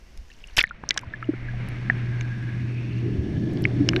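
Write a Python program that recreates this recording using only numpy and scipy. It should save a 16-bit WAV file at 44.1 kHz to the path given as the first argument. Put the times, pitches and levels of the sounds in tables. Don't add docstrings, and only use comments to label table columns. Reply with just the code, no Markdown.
import sys
import numpy as np
from scipy import signal
from scipy.fft import rfft, irfft, next_fast_len
from scipy.io import wavfile
from scipy.ndimage import uniform_filter1d, minimum_filter1d, map_coordinates

SR = 44100
rng = np.random.default_rng(int(sys.argv[2]) if len(sys.argv) > 2 else 0)


def dump_mix(stems):
    frames = np.atleast_2d(stems).T
    limited = np.clip(frames, -1, 1)
    pcm = np.round(limited * 32767).astype(np.int16)
    wavfile.write(sys.argv[1], SR, pcm)


N = 176400
TOP_HZ = 16000

# f/Hz, gain/dB
AIR_EQ = [(150, -2.5), (400, -3), (1100, -9.5), (1800, -24), (2800, -8), (3600, -18), (4800, -13.5),
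          (5600, -11.5), (8000, -23), (15000, -29.5)]

# t/s, low level/dB, mid level/dB, high level/dB
JET_RIDE = [(0.0, -55.5, -70, -70), (0.43, -58.5, -78, -73.5), (0.86, -44.5, -68.5, -61.5),
            (1.15, -40.5, -55.5, -57), (1.63, -33.5, -54, -54), (1.97, -28, -45.5, -56.5),
            (2.18, -31.5, -50, -58), (2.48, -31, -50.5, -58), (3.19, -24.5, -38.5, -51.5),
            (3.34, -21, -37, -46), (3.59, -22.5, -34.5, -44), (4.0, -22.5, -30.5, -41)]
JET_TRIMS = [-6.5, 3.5, -1]
# f/Hz, gain/dB
JET_LOW_EQ = [(30, -28), (65, -6), (100, 0), (150, -1), (200, -1), (250, -4.5), (310, -23), (500, -75.5)]
# f/Hz, gain/dB
JET_MID_EQ = [(170, -47), (250, -12.5), (290, 0.5), (355, -2), (400, -9), (470, -20.5), (800, -69.5)]
# f/Hz, gain/dB
JET_HIGH_EQ = [(280, -32), (420, -0.5), (680, -0.5), (780, -9), (1100, -17), (1600, -33), (4000, -72)]
# t/s, level/dB
SWAY_RIDE = [(0.0, -51), (0.22, -38), (0.27, -50.5), (0.6, -38.5), (0.7, -48), (1.36, -49), (1.39, -35.5),
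             (2.75, -50.5), (3.26, -42), (4.0, -40.5)]
# f/Hz, gain/dB
SWAY_EQ = [(10, 2.5), (25, 4), (50, 0.5), (75, -5.5), (130, -29), (400, -64)]

# t/s, body level/dB, hiss level/dB
FIZZ_RIDE = [(0.0, -63, -73), (0.34, -63, -70.5), (0.52, -57.5, -69), (0.66, -58.5, -77.5),
             (0.91, -51.5, -67.5), (1.06, -51, -70), (1.26, -51, -68), (1.68, -43.5, -61.5),
             (2.14, -45.5, -61), (3.11, -49.5, -61), (3.42, -52, -59.5), (4.0, -44.5, -57.5)]
BODY_TRIM_DB, HISS_TRIM_DB = -0.5, -1
# f/Hz, gain/dB
BODY_EQ = [(600, -7), (1000, -6.5), (1400, -5.5), (1650, -0.5), (1850, -2.5), (2100, -0.5), (2500, -4.5),
           (2900, -9), (3400, -16), (4200, -21), (7000, -59)]
# f/Hz, gain/dB
HISS_EQ = [(2400, -27), (3500, 5.5), (4350, -3.5), (4750, -1), (5900, -10.5), (6400, -12.5), (8400, -13.5),
           (10000, -19), (13000, -25.5), (16000, -35)]
# f/Hz, width/Hz, level relative to the hiss/dB
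HISS_RINGS = [(4360, 110, -7.5), (5530, 410, -6), (6320, 310, -12.5)]

# t/s, level/dB, lowest excited f/Hz, highest excited f/Hz
KNOCKS = [(0.175, -37.5, 2500, 11700), (0.473, -38.5, 5030, 9800), (0.5673, -18, 1950, 13100),
          (0.5706, -8.5, 2200, 6770), (0.5801, -17, 513, 3000), (0.5754, -18.5, 6000, 13000),
          (0.5845, -21, 6000, 13000), (0.5915, -19.5, 5500, 9000), (.602, -28.5, 4020, 13800),
          (0.627, -28.5, 4400, 13060), (0.6392, -27.5, 2500, 5370), (.6672, -48, 4500, 9900),
          (.692, -41.5, 2200, 6960), (0.8373, -25, 900, 2550), (0.8898, -9.5, 4340, 7510),
          (0.9069, -3, 1990, 4170), (0.9082, -17, 3320, 7200), (0.942, -34.5, 4000, 7950),
          (0.963, -26, 590, 2200), (0.9751, -12, 1720, 7000), (0.977, -13, 3020, 7400),
          (0.9912, -26.5, 1970, 9000), (1.013, -46.5, 6030, 13000), (1.2258, -25.5, 1610, 2680),
          (1.687, -34, 3000, 12300), (2.21, -22, 1470, 4500), (3.535, -46, 6000, 12200),
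          (3.572, -34, 3000, 5030), (3.6215, -35, 7400, 13100), (3.6403, -27, 2900, 5000),
          (3.8889, -7, 1780, 5870), (3.9333, -15.5, 1180, 2530), (3.9622, -11, 1600, 4440)]
# f/Hz, relative level/dB, t60/s
CASE_MODES = [(796, 17, 0.0079), (1660, 3, 0.017), (2194, 2, 0.011), (2990, 1.5, 0.0096), (3454, -8, 0.014),
              (3906, -10.5, 0.0078), (4680, -14, 0.01), (5490, 1, 0.0076), (6270, -1.5, 0.0069),
              (7240, -1, 0.0032), (9100, -11.5, 0.0047), (11340, -7.5, 0.011), (12500, -12, 0.0036)]
CRACK_DB, CRACK_T60_S, KNOCK_ATTACK_S = -8, 0.0059, 0.00012
SNAP_DB, THUD_DB = -28, -22
THUD_HZ, THUD_SWELL_S = 345, 0.00044

# t/s, f/Hz, envelope peak/dB, swell/s
GULPS = [(0.179, 45, -34.5, 0.016), (0.578, 70, -25, 0.0042), (0.641, 75, -38, 0.004),
         (.836, 250, -25, 0.0006), (1.071, 76, -27, 0.0056), (1.2887, 306, -11.5, 0.0048),
         (1.291, 560, -31, 0.0016), (1.335, 318, -23.5, 0.0023), (1.901, 736, -26, 0.0017),
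         (3.179, 81.5, -17, 0.011), (3.795, 286.4, -16, 0.015)]
# t/s, length/s, rate/(bubbles a second), base level/dB, centre f/Hz
SWARMS = [(.28, .28, 170, -54.5, 4137), (.57, 0.048, 2600, -31, 3100), (0.615, 0.089, 160, -46.5, 2720),
          (0.82, 0.41, 70, -50.5, 2320), (0.92, 0.35, 40, -58, 4500), (2.7, 1.1, 14, -49, 4200)]
SWARM_SPREAD_OCT, SWARM_SCATTER_DB, SWARM_T60_CYCLES = 0.885, 3, 22
# t/s, f/Hz, level/dB, t60/s
PINGS = [(.3014, 1810, -43.5, 0.032), (0.316, 2740, -40.5, .02), (0.4401, 2770, -31, 0.014),
         (0.485, 2880, -42.5, .025), (.5805, 3270, -15, 0.0041), (.583, 4880, -9, 0.0038),
         (0.5852, 1800, -11, 0.014), (0.5886, 3060, -1, 0.0026), (.592, 2590, -3, 0.008),
         (0.603, 1460, -25, .04), (0.6055, 5400, -23, 0.0046), (.6078, 3500, -12.5, 0.011),
         (0.6123, 2220, -9, 0.0081), (0.613, 4300, -26, .011), (.6345, 3400, -35, 0.015),
         (0.6392, 1860, -7, 0.0087), (.645, 1780, -27.5, 0.038), (.6703, 2200, -35, .012),
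         (.709, 1404, -25, 0.027), (.909, 1990, -20.5, 0.032), (0.965, 1060, -36, 0.025),
         (.981, 1620, -20, 0.0037), (1.033, 986, -33, 0.024), (1.137, 1720, -22, 0.033),
         (1.226, 1310, -25, 0.025), (1.243, 2860, -37.5, 0.017), (1.338, 1430, -36.5, 0.023),
         (1.4849, 1663, -30.5, 0.059), (1.535, 724, -39.5, 0.07), (1.899, 1818, -4.5, 0.013),
         (1.903, 1665, -23, 0.042), (2.21, 6350, -33, 0.0081), (3.653, 2163, -5.5, 0.0085),
         (3.889, 2260, -16, 0.0076), (3.889, 2880, -12, .006), (3.889, 5300, -7.5, 0.0057),
         (3.9624, 1604, -18.5, 0.023), (3.9628, 3990, -17.5, 0.0093)]
PING_ATTACK_CYCLES, PING_RISE = 1.43, 0.011

# f/Hz, gain/dB
SPRAY_EQ = [(100, 4), (450, -8), (900, 1), (1700, 10.5), (3300, -6), (4300, -14), (6000, -13.5),
            (8000, -15.5), (12000, -25), (16000, -40.5)]
SPLASH_S, SPLASH_LENGTH_S, SPLASH_DB, SPLASH_FADE_DB = 0.579, 0.037, -22, 14.5
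SPLASH_CLUMP_DB, SPLASH_CLUMPS_PER_S = 6, 500

# t/s, level/dB
PUMP_RIDE = [(0, -93), (1.03, -51.5), (1.19, -41.5), (1.52, -32), (1.75, -31), (2.09, -26.5), (2.3, -27.5),
             (2.5, -30), (2.8, -27.5), (3.05, -27), (3.3, -34), (3.6, -29), (4, -28.5)]
PUMP_HZ, PUMP_DRIFT_HZ, PUMP_WAVER_DB = 120.2, 0.35, 1

# t/s, centre f/Hz, level/dB
CLIMB_SWEEP = [(0, 1899, -87.5), (1.4, 2046, -53), (2.3, 2180, -65), (2.8, 2505, -51), (3.2, 2853, -59),
               (4, 3610, -72.5)]
# t/s, level/dB
RING_RIDE = [(0, -80.5), (1.3, -66), (1.9, -52), (2.4, -47), (2.9, -63), (3.4, -56), (4, -55)]
FLUTTER_DB, FLUTTERS_PER_S = 2.5, 35


def amp(db):
    return 10 ** (np.asarray(db) / 20)


def unit(x):
    return x / np.sqrt(np.mean(x ** 2) + 1e-20)


def curves(rows):
    times, *columns = np.transpose(rows)
    return [np.interp(np.arange(N) / SR, times, column) for column in columns]


def wobble(rate):
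    knots = rng.standard_normal(int(N * rate / SR) + 4)
    return map_coordinates(knots, [np.arange(N) * rate / SR])


def filtered(x, response):
    size = next_fast_len(len(x) + 8192)
    return irfft(rfft(x, size) * response(np.fft.rfftfreq(size, 1 / SR)), size)[:len(x)]


def noise(eq, grain_db=0):
    pulses = rng.standard_normal(N) * amp(grain_db * rng.standard_normal(N))
    f, db = np.transpose(eq)
    return unit(filtered(pulses, lambda hz: amp(np.interp(np.log(hz + 1), np.log(f), db, right=-120))))


def resonance(hz, width_hz):
    i, q = (filtered(rng.standard_normal(N), lambda f: 1 / (1 + (f / width_hz) ** 2)) for _ in range(2))
    phase = 2 * np.pi * np.cumsum(hz * np.ones(N)) / SR
    return unit(i * np.cos(phase) + q * np.sin(phase))


def add(track, start_s, sound):
    part = track[round(start_s * SR):][:len(sound)]
    part += sound[:len(part)]


def open_air(level_db=-60.5, dive_s=0.6, fade_s=0.067):
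    fade = np.clip(1 - (np.arange(N) / SR - dive_s) / fade_s, 0, 1)
    return amp(level_db) * fade * noise(AIR_EQ)


def jets():
    bands = zip(curves(JET_RIDE), JET_TRIMS, (JET_LOW_EQ, JET_MID_EQ, JET_HIGH_EQ))
    return sum(amp(level_db + trim_db + 2.02 * wobble(14)) * noise(eq) for level_db, trim_db, eq in bands)


def sway():
    level_db, = curves(SWAY_RIDE)
    return amp(level_db) * noise(SWAY_EQ)


def fizz():
    body_db, hiss_db = curves(FIZZ_RIDE)
    body = amp(body_db + BODY_TRIM_DB + 0.91 * wobble(25.02)) * noise(BODY_EQ, grain_db=5.5)
    hiss = noise(HISS_EQ, grain_db=6)
    rings = sum(amp(db) * resonance(hz, width_hz) for hz, width_hz, db in HISS_RINGS)
    return body + amp(hiss_db + HISS_TRIM_DB) * (hiss + rings)


def thud():
    t = np.arange(SR // 20) / SR
    age = t / THUD_SWELL_S
    return amp(THUD_DB) * age * np.exp(1 - age) * np.sin(2 * np.pi * THUD_HZ * t)


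def knocks():
    out, t = np.zeros(N), np.arange(SR // 20) / SR
    attack = 1 - np.exp(-t / KNOCK_ATTACK_S)
    for start_s, db, low_hz, high_hz in KNOCKS:
        ring = np.zeros(len(t))
        for k, (hz, mode_db, t60) in enumerate(CASE_MODES):
            decay = amp(mode_db + rng.normal(0, 3.6) - 60 * t / t60)
            ring += (-1) ** k * decay * np.sin(2 * np.pi * hz * rng.normal(1, 0.023) * t)
        crack = rng.standard_normal(len(t)) * amp(CRACK_DB - 60 * t / CRACK_T60_S)
        contact_band = signal.butter(4, [low_hz, high_hz], 'band', fs=SR, output='sos')
        blow = signal.sosfilt(contact_band, (ring / np.abs(ring).max() + crack) * attack)
        snap = amp(SNAP_DB) * crack / np.abs(crack).max()
        add(out, start_s, amp(db) * (blow / np.abs(blow).max() + snap + thud()))
    return out


def gulps():
    out, t = np.zeros(N), np.arange(SR // 4) / SR
    for start_s, hz, db, swell_s in GULPS:
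        age = (t / swell_s) ** 1.17
        add(out, start_s, amp(db) * age * np.exp(1 - age) * np.sin(2 * np.pi * hz * t))
    return out


def ping(hz, t60):
    t = np.arange(SR // 12) / SR
    attack = 1 - np.exp(-(t * hz / PING_ATTACK_CYCLES) ** 2)
    envelope = attack * amp(-60 * t / t60)
    cycles = np.cumsum(hz * (1 + PING_RISE * np.minimum(t / t60, 1))) / SR
    return envelope / envelope.max() * np.sin(2 * np.pi * cycles)


def swarms():
    out = np.zeros(N)
    for start_s, length_s, rate, base_db, centre_hz in SWARMS:
        for place, pitch, chance in rng.random((int(length_s * rate), 3)):
            hz = centre_hz * 2 ** (SWARM_SPREAD_OCT * (2 * pitch - 1))
            db = base_db + SWARM_SCATTER_DB * min(-np.log(chance), 2)
            add(out, start_s + length_s * place, amp(db) * ping(hz, SWARM_T60_CYCLES / hz))
    return out


def pings():
    out = np.zeros(N)
    for start_s, hz, db, t60 in PINGS:
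        add(out, start_s, amp(db) * ping(hz, t60))
        add(out, start_s, amp(db) * thud())
    return out


def splash():
    age = (np.arange(N) / SR - SPLASH_S) / SPLASH_LENGTH_S
    attack = np.clip(age * 20, 0, 1)
    decay = amp(-SPLASH_FADE_DB * np.maximum(age, 0) - 35 * np.maximum(age - 1, 0))
    clumps = amp(SPLASH_CLUMP_DB * wobble(SPLASH_CLUMPS_PER_S))
    return amp(SPLASH_DB) * attack * decay * unit(clumps * noise(SPRAY_EQ, grain_db=6.5))


def pump():
    level_db, = curves(PUMP_RIDE)
    cycles = np.cumsum(PUMP_HZ + PUMP_DRIFT_HZ * wobble(2.874)) / SR
    return np.sqrt(2) * amp(level_db + PUMP_WAVER_DB * wobble(6.42)) * np.sin(2 * np.pi * cycles)


def climbing_fizz(width_hz=260):
    centre_hz, level_db = curves(CLIMB_SWEEP)
    return amp(level_db + FLUTTER_DB * wobble(FLUTTERS_PER_S)) * resonance(centre_hz, width_hz)


def flow_ring(start_hz=1484, rise_hz_per_s=65, width_hz=70):
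    level_db, = curves(RING_RIDE)
    centre_hz = start_hz + rise_hz_per_s * np.arange(N) / SR
    return amp(level_db + FLUTTER_DB * wobble(FLUTTERS_PER_S)) * resonance(centre_hz, width_hz)


def scene():
    air = open_air()
    one_shots = pings() + swarms() + gulps() + knocks() + splash()
    bed = pump() + jets() + sway() + fizz() + flow_ring() + climbing_fizz()
    return (air + one_shots + bed)[None]


def record(dry):
    ceiling = 0.97
    needed_gain = ceiling / np.maximum(np.abs(dry[0]), ceiling)
    gain = uniform_filter1d(minimum_filter1d(needed_gain, size=65), size=65)
    band_limit = lambda hz: (hz < TOP_HZ) * np.cos(np.pi / 2 * np.minimum(hz / TOP_HZ, 1) ** 9)
    return filtered(dry[0] * gain, band_limit)[None]


dry = scene()
out = record(dry)
dump_mix(out)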